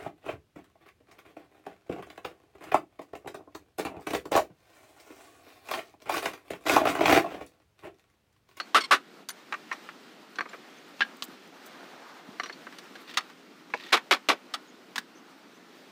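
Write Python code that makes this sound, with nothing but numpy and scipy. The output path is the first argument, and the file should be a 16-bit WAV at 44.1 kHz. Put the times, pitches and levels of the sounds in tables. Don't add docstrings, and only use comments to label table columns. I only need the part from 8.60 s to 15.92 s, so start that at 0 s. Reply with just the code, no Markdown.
import sys
import numpy as np
from scipy import signal
from scipy.fft import rfft, irfft
from scipy.io import wavfile
from scipy.ndimage import uniform_filter1d, minimum_filter1d, map_coordinates

SR = 44100
rng = np.random.default_rng(int(sys.argv[2]) if len(sys.argv) > 2 else 0)


def boost(x):
    u = np.asarray(x, float) / 20
    return 10 ** u


def pcm_store(signal):
    levels = np.round(np.clip(np.atleast_2d(signal), -1, 1) * 32767)
    wavfile.write(sys.argv[1], SR, levels.astype(np.int16).T)


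N = 322621

# frequency in Hz, width in Hz, level in dB.
PLANK = [(1180, 60, 10), (1850, 25, -5), (2050, 33, -21), (2360, 38, 2), (2680, 50, -14), (4160, 40, -17),
         (5800, 35, -14)]
# frequency in Hz, level in dB per Hz.
PLANK_TONE = [(120, -85), (200, -19.5), (353, -5.5), (601, -13.5), (1210, -16), (2050, -11.5), (2610, -17),
              (14900, -50.5), (16000, -46)]
# frequency in Hz, level in dB per Hz.
BENCH_TONE = [(120, -45), (200, 5), (1300, -2.5), (2650, -6.5), (3690, -13), (9060, -26.5), (11300, -30),
              (14900, -31), (16000, -23)]
# frequency in Hz, level in dB per Hz.
SCRAPE_TONE = [(290, -30), (500, -13), (621, -22), (1060, -13), (3590, -6.5), (10100, -34), (14900, -31),
               (16000, -34)]
# frequency in Hz, width in Hz, level in dB.
SCRAPE_PEAKS = [(1880, 87, 3), (2090, 34, -7), (2450, 32, 0), (3550, 99, -3), (4030, 48, -12),
                (4540, 99, 0)]
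# frequency in Hz, level in dB per Hz.
HISS = [(2940, -30), (5000, -4.5), (6570, -12), (8050, -7.5), (12000, -13.5), (15000, -7), (15900, -9),
        (16400, -57)]
# frequency in Hz, level in dB, t60 in seconds.
BEAM_FIRST = [(775, -15, 5.0), (1254, -8, 0.45), (2288, 0, 0.08), (2710, -3, 0.064), (3047, -14, 0.17),
              (3402, -11, 0.17), (4000, -6, 0.1), (4177, -9, 0.061)]
BEAM_SECOND = [(883, -5, 2.3), (1405, -4, 0.3), (2116, 0, 0.098), (2358, 0, 0.11), (2751, -2, 0.075),
               (3370, -4, 0.12), (3892, -13, 0.29), (4495, -11, 0.12)]
BEAM_THIRD = [(1400, 1, 0.13), (1954, -9, 0.095), (2358, -1, 0.087), (2902, -7, 0.11), (3165, -7, 0.11),
              (3350, -14, 1.7), (4032, -6, 0.1), (4899, -10, 0.072)]
TOOL_MODES = [(1238, 0, .07), (1384, -4, .07), (1938, -1, 0.088), (2837, -5, 0.089), (3130, -4, .06),
              (3603, 4, 0.067), (4441, -2, 0.097), (6770, -1, .035), (8300, -8, .03)]
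CLIP_MODES = [(1147, -3, 0.031), (1733, -11, 0.042), (3050, 0, 0.023), (4479, -7, 0.063), (6158, -28, 5.0),
              (7278, -20, 0.023)]
PEG_MODES = [(4210, -11, 0.068), (5066, 0, 0.0091), (5475, -14, 0.069), (6169, -6, 0.029),
             (7900, -17, 0.046)]
NAIL_FIRST = [(1500, 0, .04), (4600, 4, .06), (6150, 0, .06), (6767, 0, .04), (7461, -5, .03),
              (9426, 0, .031), (12660, -2, .035)]
NAIL_SECOND = [(1599, 0, 0.034), (2105, -7, 0.055), (6040, -16, 0.19), (9399, -2, 0.097),
               (10450, -21, 0.081), (12600, -10, 0.029)]
BLOCK_FIRST = [(1357, -0.5, 0.055), (1700, -2, .06), (2724, -7, .07), (3472, -7.5, 0.043), (3740, -10, .04)]
BLOCK_SECOND = [(1637, -0.5, 0.05), (3020, -8, 0.048), (3575, -20, 0.071), (4253, -24, 0.06)]
RAP_FIRST = [(1179, 0, 0.033), (1825, -13, 0.073), (2051, -18, 5.0), (2805, -3, 0.018), (3736, -6, 0.013),
             (4037, -26, 0.089)]
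RAP_SECOND = [(1061, -3, 0.13), (1820, 0, 0.062), (2422, -17, 0.32), (4102, -10, 0.014)]


def unit(x):
    return x / np.sqrt(np.mean(x ** 2) + 1e-20)


def along(points, hz):
    f, v = np.transpose(points)
    return np.interp(np.log(hz + 1), np.log(f + 1), v)


def curves(rows):
    s, *cols = np.transpose(rows)
    return [np.interp(np.arange(N) / SR, s, c) for c in cols]


def wobble(rate, count=N):
    knots = rng.standard_normal(int(count * rate / SR) + 4)
    return map_coordinates(knots, [np.arange(count) * rate / SR])


def causal(gain):
    cepstrum = irfft(np.log(gain + 1e-6))
    half = len(cepstrum) // 2
    cepstrum[1:half] *= 2
    cepstrum[half + 1:] = 0
    return np.exp(rfft(cepstrum))


def rush(spectrum, patchy_db):
    hz, _, z = signal.stft(rng.standard_normal(N + 512), SR, nperseg=512)
    field = uniform_filter1d(rng.standard_normal(z.shape), size=6, axis=0)
    field = uniform_filter1d(field, size=10, axis=1)
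    z = z * boost(patchy_db * unit(field) + along(spectrum, hz)[:, None])
    return unit(signal.istft(z, SR, nperseg=512)[1][:N])


def strikes(rows, modes, tone, bass_db, ring_s, ring_db, bend, rattle_db, treble_life, attack, blow=6,
            damping_hz=45):
    bass_lag = 0.49
    bright_lasts = 0.014
    out, t = np.zeros(N + SR), np.arange(5120) / SR
    f = np.fft.rfftfreq(2 * len(t), 1 / SR)

    def peak(hz, width):
        return f * width / np.abs(hz * hz - f * f + 1j * f * width)

    high = 1 / (1 + (3000 / (f + 1)) ** 6)
    low = 1 / (1 + (f / 700) ** 6)
    for s, db, main_hz, treble_db in rows:
        t60 = ring_s * (1 + bright_lasts * treble_db)
        thump_db = bass_db - bass_lag * (db + 30)
        lift = 0
        for hz, width, level_db in modes:
            mode_gain = boost(level_db - along(tone, hz) + rng.normal(0, 0.58))
            lift = lift + mode_gain * peak(hz, width + damping_hz)
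        lift = lift / len(modes) + 1.07 * peak(main_hz, 120)
        colour = boost(along(tone, f)) * (1 + boost(ring_db) * lift)
        bands = ((low, thump_db, 1.2), (1 - low - high, 0, 1.01), (high, treble_db, treble_life))
        for band, rel_db, life in bands:
            fade = boost(-60 * (t / (t60 * life)) ** bend) * (1 - np.exp(-t / attack))
            rattle = boost(rattle_db * wobble(334, count=len(t)))
            shake = fade * rattle * rng.standard_normal(len(t))
            shake[round(attack * SR) + 2] += blow
            sound = irfft(rfft(shake, 2 * len(t)) * causal(colour * band))[:len(t)]
            loudest = np.sqrt(uniform_filter1d(sound ** 2, size=260).max())
            out[round(s * SR):][:len(t)] += boost(db + rel_db - 6.5) * sound / loudest
    return out[:N]


def frame_blows():
    # start in seconds, peak in dB, main resonance in Hz, treble in dB.
    near = [
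        (0.146, -10.5, 1170, -4.5),
        (0.155, -13, 1250, -5.5),
        (0.311, -8.5, 1180, -8),
        (0.321, -10, 1250, -7),
    ]
    # frequency in Hz, width in Hz, level in dB.
    frame = [(1250, 31, 0), (1500, 15, 7.5), (2360, 31, -15), (2780, 180, -1.5), (3550, 57, -21),
             (3840, 44, -35), (4100, 46, -34), (4740, 42, -24), (8200, 83, -28), (9300, 100, -19)]
    # frequency in Hz, level in dB per Hz.
    frame_tone = [(59, -82), (100, -38), (315, 2), (950, -13.5), (1250, -11.5), (2170, -13.5), (3780, -20),
                  (7610, -37), (15000, -46), (16000, -49)]
    return strikes(near, frame, frame_tone, bass_db=-5.5, ring_s=0.09, ring_db=4, bend=1.95,
                   rattle_db=0.0, treble_life=1.0, attack=0.00011)


def tighten():
    # start in seconds, start in Hz, end in Hz, level in dB, length in seconds.
    glides = [
        (.146, 1080, 1370, -17, 0.0229),
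        (0.309, 1063, 1500, -21.5, 0.0135),
    ]
    out = np.zeros(N)
    for s, start_hz, end_hz, db, length in glides:
        u = np.linspace(0, 1, int(length * SR))
        phase = 2 * np.pi * np.cumsum(start_hz + (end_hz - start_hz) * u) / SR
        out[round(s * SR):][:len(u)] += boost(db + 3) * np.sqrt(1 - u ** 3) * np.sin(phase)
    return out


def beam_blows():
    # start in seconds, peak in dB, main resonance in Hz, treble in dB.
    drive = [
        (5.51, -8.5, 1240, -5.5),
        (5.687, -8.5, 1240, -6),
    ]
    glance = [
        (5.3245, -8.5, 860, -3),
    ]
    rebound = [
        (5.37, -23.5, 1150, -1.8),
    ]
    # frequency in Hz, width in Hz, level in dB.
    beam = [(1250, 59, -27), (1530, 17, 19), (2140, 48, 7), (2270, 57, 21), (2740, 22, -15), (3460, 86, 19),
            (4170, 50, 10), (4150, 97, 9), (4780, 47, -9), (5350, 42, 2)]
    # frequency in Hz, level in dB per Hz.
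    beam_tone = [(59, -49), (100, -33), (328, -2.5), (1250, -0.5), (1760, -7.5), (2320, -3.5), (3400, -7.5),
                 (7610, -27), (15000, -36), (16000, -60)]
    hits = strikes(drive, beam, beam_tone, bass_db=0, ring_s=.1, ring_db=-16, bend=1.45,
                   rattle_db=2.5, treble_life=0.96, attack=0.0005)
    swell = strikes(glance, beam, beam_tone, bass_db=-1, ring_s=0.097, ring_db=-13, bend=1.46,
                    rattle_db=1.0, treble_life=0.83, attack=0.004, blow=0)
    bounce = strikes(rebound, beam, beam_tone, bass_db=-17, ring_s=0.046, ring_db=-13, bend=1.3,
                     rattle_db=4.0, treble_life=0.93, attack=0.00045)
    return hits + swell + bounce


def cracks():
    # start in seconds, peak in dB, frequency in Hz.
    snaps = [
        (2.6236, -19, 4200),
        (4.5716, -17, 2500),
        (.6878, -28, 4600),
        (5.9385, -26, 5000),
        (6.3585, -28, 6000),
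        (.9285, -30, 3500),
        (4.5405, -38, 3300),
        (1.8085, -20, 1900),
        (2.4075, -16, 1700),
    ]
    decay_cycles = 1.3
    out, t = np.zeros(N + SR), np.arange(SR // 100) / SR
    for s, db, hz in snaps:
        swing = np.exp(-hz * t / decay_cycles) * np.sin(2 * np.pi * hz * t)
        out[round(s * SR):][:len(t)] -= boost(db + 3) * swing
    return out[:N]


def chimes():
    # start in seconds, level in dB, swell in seconds, choke in seconds, modes that ring.
    struck = [(5.327, -21, .004, .06, BEAM_FIRST), (5.5105, -22, .002, .065, BEAM_SECOND),
              (5.688, -25.5, 0.0022, .065, BEAM_THIRD), (4.572, -27, 0.0018, .04, TOOL_MODES),
              (.6875, -37, .0004, .022, NAIL_FIRST), (.7028, -37, .0006, .03, NAIL_SECOND),
              (2.4062, -19, 0.0005, .016, BLOCK_FIRST), (2.418, -14.5, .001, 0.032, BLOCK_SECOND),
              (2.623, -35, .0004, .03, CLIP_MODES), (1.757, -42, .0008, .025, PEG_MODES),
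              (.924, -29, .001, .04, RAP_FIRST), (1.114, -28, .0008, .03, RAP_SECOND)]
    out, t = np.zeros(N + SR), np.arange(SR // 10) / SR
    for s, db, swell, choke, modes in struck:
        for hz, mode_db, t60 in modes:
            loss_db = 60 * t / np.clip(t60, .01, .12) + 60 * (t / choke) ** 5
            unsteady_db = 1.9 * wobble(250, count=len(t))
            fade = boost(db + mode_db - loss_db + unsteady_db) * (1 - np.exp(-t / swell))
            phase = 2 * np.pi * (hz * t + rng.random()) + .35 * wobble(400, count=len(t))
            out[round(s * SR):][:len(t)] += fade * np.sin(phase)
    return out[:N]


def squeak():
    # start in seconds, length in seconds, slip rate in Hz, level in dB, friction noise share 0-1.
    slips = [
        (0.203, .034, 1100, -32, 0.87),
        (0.234, 0.036, 1076, -33.5, 0.55),
    ]
    # multiple of the slip rate, level in dB.
    orders = [(1, -6), (2, -2), (3, -6), (4, 0), (5, -8), (6, -22), (7, -19), (8, -15)]
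    sag, rise = 0.041, 0.23
    out = np.zeros(N)
    grit = boost(3 * wobble(300)) * rush(SCRAPE_TONE, patchy_db=1)
    for s, length, rate_hz, db, share in slips:
        u = np.linspace(0, 1, int(length * SR))
        waver = .04 * share * wobble(700, count=len(u))
        phase = 2 * np.pi * np.cumsum(rate_hz * (1 + sag * (.5 - u) + waver)) / SR
        stack = np.zeros(len(u))
        for k, order_db in orders:
            stack += boost(order_db + 3.5 * wobble(200, count=len(u))) * np.sin(k * phase)
        swell = np.interp(u, [0, rise, 1], [0, 1, 0])
        at = round(s * SR)
        friction = share * grit[at:at + len(u)]
        out[at:at + len(u)] += boost(db) * swell * (unit(stack) + friction)
    return out


def plank_knocks():
    # start in seconds, peak in dB, main resonance in Hz, treble in dB.
    knocks = [
        (0.924, -22, 1500, -15),
        (0.939, -24, 1600, -15),
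        (1.114, -22, 1890, -19),
        (1.126, -29.5, 1170, -5.5),
        (1.289, -29.5, 1250, -17),
        (5.101, -45, 2090, -7),
    ]
    return strikes(knocks, PLANK, PLANK_TONE, bass_db=-16.0, ring_s=0.04, ring_db=5, bend=1.57,
                   rattle_db=1.0, treble_life=1.0, attack=0.00035)


def rod_clatter():
    # start in seconds, peak in dB, main resonance in Hz, treble in dB.
    contacts = [(0.0, -22.5, 1240, -5.5), (1.757, -44, 1220, 2.5), (1.785, -21, 1470, -17.5),
                (1.807, -18.5, 2050, -21), (1.859, -38, 1220, -23), (1.889, -49, 1230, 4.5),
                (1.932, -35, 1040, -13.5), (3.798, -19, 1700, -15), (3.834, -30.5, 1140, -0.5),
                (3.859, -33, 1680, -3.5), (3.896, -29.5, 1820, -13), (3.925, -50.5, 1180, 7),
                (4.068, -31.5, 1370, -19), (4.125, -40, 1770, -6), (4.354, -38, 1650, -2.5)]
    # frequency in Hz, width in Hz, level in dB.
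    rod = [(750, 13, -2.5), (1170, 81, 5), (1560, 53, 2), (1710, 94, -17), (2060, 99, -15), (2460, 46, -12),
           (2970, 32, -14), (4120, 23, -11), (5450, 73, -23)]
    return strikes(contacts, rod, PLANK_TONE, bass_db=-11.5, ring_s=0.047, ring_db=17.5, bend=1.37,
                   rattle_db=-0.5, treble_life=1.0, attack=0.00037)


def pings():
    # start in seconds, level in dB, upper mode in dB, t60 in seconds.
    bounces = [
        (0, -36, -26, .12),
        (1.128, -54.5, 12, 0.044),
        (1.787, -32.5, -10, 0.03),
        (1.809, -36.5, -11, 0.043),
        (2.428, -44, -16, 0.1),
        (3.798, -36, -3, 0.047),
        (3.835, -56, 16, .14),
        (3.889, -41, -11, 0.046),
        (3.927, -37, -18, 0.049),
    ]
    # start in seconds, frequency in Hz, level in dB, t60 in seconds.
    rings = [
        (.163, 8200, -34, .04),
        (0.18, 9350, -36, .04),
        (2.406, 4000, -33, 0.038),
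        (1.787, 3350, -36, .03),
        (1.858, 1230, -37, .07),
        (1.932, 2250, -38, .03),
        (1.893, 7250, -50, .05),
        (5.945, 1450, -57.5, 1.4),
        (6.3805, 1700, -20, 0.024),
        (5.137, 530, -27.5, .022),
    ]
    blur_rad, blur_hz = .2, 25000
    out, t = np.zeros(N + SR), np.arange(SR // 3) / SR
    single_modes = list(rings)
    for s, db, upper_db, t60 in bounces:
        single_modes += [(s, 4370, db, t60), (s, 5750, db + upper_db, t60)]
    for s, hz, db, t60 in single_modes:
        unsteady_db = 2.5 * wobble(250, count=len(t))
        fade = boost(db - 60 * t / t60 + unsteady_db) * (1 - np.exp(-t / 0.00065))
        phase = 2 * np.pi * hz * t + (blur_rad + hz / blur_hz) * wobble(600, count=len(t))
        out[round(s * SR):][:len(t)] += fade * np.sin(phase)
    return out[:N]


def bench_contacts():
    # start in seconds, peak in dB, main resonance in Hz, treble in dB.
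    taps = [
        (2.623, -33, 1180, 5),
        (4.185, -42, 2360, 5.5),
        (4.508, -54, 1570, -3),
        (4.539, -40, 1600, -4),
        (4.608, -36.5, 2650, -8),
        (4.699, -43.5, 1180, -2.5),
        (5.207, -41, 2450, -11),
        (5.263, -40, 1920, -4),
        (6.358, -25.5, 1180, -0.5),
        (6.38, -20, 1500, -4),
            (2.394, -42, 2500, 1),
    ]
    slaps = [
        (4.571, -18.5, 1240, 1),
        (5.938, -24, 1310, 1.5),
    ]
    # frequency in Hz, width in Hz, level in dB.
    bench = [(1240, 460, -27), (1920, 68, 8), (3350, 33, -9), (3560, 840, 7.5), (4550, 130, 0),
             (5330, 39, 3), (6190, 95, -32), (6450, 130, -5), (8800, 120, -7)]
    tapping = strikes(taps, bench, BENCH_TONE, bass_db=-15, ring_s=0.054, ring_db=1, bend=1.08,
                      rattle_db=-1, treble_life=0.95, attack=0.0003, blow=4.9)
    slapping = strikes(slaps, bench, BENCH_TONE, bass_db=-17.5, ring_s=0.06, ring_db=10, bend=1.35,
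                       rattle_db=1.0, treble_life=0.73, attack=0.0014, blow=0)
    return tapping + slapping


def nail_clink():
    # start in seconds, peak in dB, main resonance in Hz, treble in dB.
    nails = [
        (0.6875, -34, 1530, 5.3),
        (0.7028, -35, 1560, 1),
    ]
    # frequency in Hz, width in Hz, level in dB.
    steel = [(1570, 42, -2), (4470, 45, 16), (5970, 34, 0), (6070, 35, 14), (6750, 54, 15),
             (9440, 42, 16.5), (10000, 25, -15), (12650, 130, 12)]
    return strikes(nails, steel, BENCH_TONE, bass_db=-24, ring_s=0.036, ring_db=-4, bend=1.3,
                   rattle_db=4.5, treble_life=1.1, attack=0.00026)


def block_drop():
    # start in seconds, peak in dB, main resonance in Hz, treble in dB.
    drops = [
        (2.4055, -16.5, 1380, -7),
        (2.418, -19, 1640, -6.5),
    ]
    # frequency in Hz, width in Hz, level in dB.
    block = [(1370, 24, -12), (1640, 33, 7), (2950, 54, -9), (3500, 29, -7), (4250, 72, -34),
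             (5670, 29, -19)]
    # frequency in Hz, level in dB per Hz.
    block_tone = [(120, -55), (200, -22), (590, -28), (763, -12.5), (899, -21), (1650, -10.5),
                  (2020, -13.5), (3070, -15), (16000, -77)]
    return strikes(drops, block, block_tone, bass_db=-14, ring_s=.04, ring_db=3, bend=1.9,
                   rattle_db=2, treble_life=1.1, attack=.0008, blow=3)


def box_setdown():
    # start in seconds, peak in dB, main resonance in Hz, treble in dB.
    setdown = [
        (5.137, -16, 930, -18),
    ]
    # frequency in Hz, width in Hz, level in dB.
    box = [(522, 87, 4), (930, 100, -9), (1370, 75, 5), (1650, 140, 7), (2200, 410, -14)]
    # frequency in Hz, level in dB per Hz.
    box_tone = [(120, -46), (200, -32), (424, -12), (950, -0.5), (1180, -17.5), (2610, -6), (3070, -25),
                (4520, -25.5), (16000, -59)]
    return strikes(setdown, box, box_tone, bass_db=1, ring_s=0.041, ring_db=3, bend=1.13,
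                   rattle_db=1.5, treble_life=3.0, attack=0.00071)


def catches():
    # start in seconds, peak in dB, main resonance in Hz, treble in dB.
    ticks = [(4.475, -51, 3550, -2), (4.494, -46, 3100, -2), (4.501, -46, 2000, 0), (4.512, -43, 3100, 1),
             (4.542, -37, 3170, -1), (5.224, -44, 1200, -4), (5.236, -46, 2450, -4), (5.291, -45, 2200, -3),
             (5.305, -45, 1900, -5), (5.322, -23, 1500, -12), (5.374, -26, 1600, -7),
             (5.391, -35, 1900, -12), (5.545, -27.5, 5500, -0.5), (5.567, -33.5, 1150, -15)]
    return strikes(ticks, SCRAPE_PEAKS, BENCH_TONE, bass_db=-19, ring_s=.03, ring_db=9, bend=1.2,
                   rattle_db=2.5, treble_life=0.8, attack=0.00069, blow=3)


def nudges():
    # start in seconds, peak in dB, main resonance in Hz, treble in dB.
    bumps = [
        (1.791, -26, 1600, -20),
        (1.823, -37, 1250, -20),
        (1.855, -40, 1900, -15),
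        (1.938, -35.5, 1000, -20),
        (1.945, -39, 480, -25),
    ]
    return strikes(bumps, PLANK, PLANK_TONE, bass_db=-8.5, ring_s=0.028, ring_db=9, bend=1.3,
                   rattle_db=1.5, treble_life=.8, attack=0.00081, blow=4)


def scrapes():
    # start in seconds, end in seconds, level in dB.
    drags = [
        (4.472, 4.524, -48),
        (4.521, 4.576, -51),
        (5.16, 5.202, -51),
        (5.197, 5.262, -46),
        (5.255, 5.32, -48),
    ]
    t, f = np.arange(N) / SR, np.fft.rfftfreq(N, 1 / SR)
    stroke = np.zeros(N)
    for start, end, db in drags:
        progress = ((t - start) / (end - start)).clip(0, 1)
        stroke += boost(db) * np.sin(np.pi * progress) ** .3
    lift = 1
    for hz, width, level_db in SCRAPE_PEAKS:
        lift = lift + boost(level_db + 3) / (1 + ((f - hz) / (.4 * width)) ** 2)
    grit = boost(4 * wobble(500)) * rush(SCRAPE_TONE, patchy_db=1)
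    return boost(-0.5) * stroke * unit(irfft(rfft(grit) * lift, N))


def chaff():
    # start in seconds, length in seconds, level in dB.
    crackles = [
        (2.288, .008, -59.5),
        (2.564, .012, -59),
        (2.631, 0.031, -45.5),
        (2.682, .007, -57),
        (2.875, 0.0047, -62),
        (3.05, 0.047, -54.5),
        (4.24, .008, -56),
        (4.395, 0.052, -63),
        (6.375, 0.033, -53),
    ]
    t = np.arange(N) / SR
    stroke = np.zeros(N)
    for s, length, db in crackles:
        progress = ((t - s) / length).clip(0, 1)
        stroke += boost(db) * np.sin(np.pi * progress ** 0.67) ** 2
    return stroke * boost(2.7 * wobble(400)) * rush(HISS, patchy_db=5)


def shed(x):
    t = np.arange(SR // 3) / SR
    tail = signal.lfilter([.4], [1, -.6], rng.standard_normal(len(t))) * boost(-60 * t / 0.15)
    return signal.fftconvolve(x, tail / np.linalg.norm(tail))[:N]


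def thuds():
    # start in seconds, peak in dB, frequency in Hz, t60 in seconds.
    footfalls = [
        (2.683, -44.5, 258, 0.049),
        (3.685, -36, 228, 0.027),
    ]
    out, t = np.zeros(N + SR), np.arange(SR // 5) / SR
    for s, db, hz, t60 in footfalls:
        fade = boost(db + 12 - 60 * t / t60) * (1 - np.exp(-(t / 0.0035) ** 2))
        phase = 2 * np.pi * hz * t + 1.0 * wobble(240, count=len(t))
        out[round(s * SR):][:len(t)] += fade * np.sin(phase)
    return out[:N]


def peeps():
    # start in seconds, length in seconds, start in Hz, end in Hz, level in dB.
    calls = [
        (2.165, 0.033, 6060, 6500, -61),
        (6.065, .045, 6700, 6650, -63),
        (6.55, 0.046, 5970, 6150, -59),
        (6.934, 0.05, 5840, 6600, -65),
    ]
    out = np.zeros(N + SR)
    for s, length, start_hz, end_hz, db in calls:
        u = np.linspace(0, 1, int(length * SR))
        hz = (start_hz + (end_hz - start_hz) * u) * (1 + .03 * wobble(700, count=len(u)))
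        level = boost(db - 1.5 + 4.7 * wobble(300, count=len(u)))
        swell = np.sqrt(np.sin(np.pi * u).clip(0))
        out[round(s * SR):][:len(u)] += level * swell * np.sin(2 * np.pi * np.cumsum(hz) / SR)
    return out[:N]


def yard():
    # time in seconds, level in dB.
    breeze = [(0.0, -56), (0.22, -57), (0.49, -59), (0.71, -58), (1.14, -53.5), (1.73, -58), (1.89, -55),
              (2.97, -56), (3.12, -53), (3.67, -55), (4.4, -54.5), (4.83, -58), (5.15, -58.5), (5.36, -57),
              (5.52, -58.5), (6.89, -59), (7.32, -57)]
    # centre in seconds, half length in seconds, level in dB.
    motors = [
        (3.35, 0.41, -53),
        (5.356, .12, -63),
    ]
    # frequency in Hz, level in dB per Hz.
    rumble_tone = [(24, -85), (40, -64), (123, -50), (199, 5.5), (253, -2.5), (444, -9), (614, -22.5),
                   (700, -49), (910, -24), (1540, -120)]
    drone_tone = [(260, -31), (450, -3.5), (747, -0.5), (962, -3), (1410, -0.5), (1900, -11), (2470, -28),
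                  (4180, -120)]
    rustle_tone = [(1000, -31), (1700, -3.5), (1830, -1.5), (4130, -6.5), (7000, -16.5), (9100, -29),
                   (15400, -120)]
    breeze_db, = curves(breeze)
    t, gust_db = np.arange(N) / SR, breeze_db - breeze_db.mean()
    motor = sum(boost(db) * np.exp(-((t - s) / half) ** 4) for s, half, db in motors)
    flutter = wobble(24)
    rumble = boost(-56 + 0.37 * gust_db + 1.1 * wobble(25)) * rush(rumble_tone, patchy_db=0.5)
    drone_level = np.hypot(boost(-57.0 + 0.76 * gust_db), motor) * boost(1.0 * flutter)
    drone = drone_level * rush(drone_tone, patchy_db=1.5)
    rustle = boost(-58 + 0.99 * gust_db + 0.68 * flutter) * rush(rustle_tone, patchy_db=1.0)
    hiss = boost(-69.5 + 0.78 * gust_db + 1.2 * flutter) * rush(HISS, patchy_db=1.0)
    hiss = signal.sosfilt(signal.cheby2(8, 30, 15800, fs=SR, output="sos"), hiss)
    dip_s, dip_half_s, dip_db = 0.675, 0.043, 7.5
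    dip = boost(-dip_db * np.exp(-((t - dip_s) / dip_half_s) ** 2))
    return dip * (rumble + drone + rustle + hiss)


def scene():
    hammering = frame_blows() + tighten() + beam_blows() + cracks() + chimes() + squeak()
    tools = plank_knocks() + rod_clatter() + pings() + bench_contacts() + nail_clink()
    tools = tools + block_drop() + box_setdown() + catches() + nudges()
    work = hammering + tools + scrapes() + chaff()
    work = signal.sosfilt(signal.cheby2(10, 26, 15900, fs=SR, output="sos"), work)
    return (work + boost(-21.5) * shed(work) + thuds() + peeps() + yard())[None]


def roll_off(x):
    return signal.sosfilt(signal.butter(12, 16520, fs=SR, output="sos"), x)


def record(dry):
    thin = signal.sosfilt(signal.butter(5, 130, "high", fs=SR, output="sos"), dry)
    needed = np.minimum(1, .4 / (np.abs(thin) + 1e-9))
    gain = uniform_filter1d(minimum_filter1d(needed, size=61), size=41)
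    held = signal.sosfilt(signal.butter(1, 70, "high", fs=SR, output="sos"), thin * gain)
    return roll_off(held)


dry = scene()
out = record(dry)
pcm_store(out)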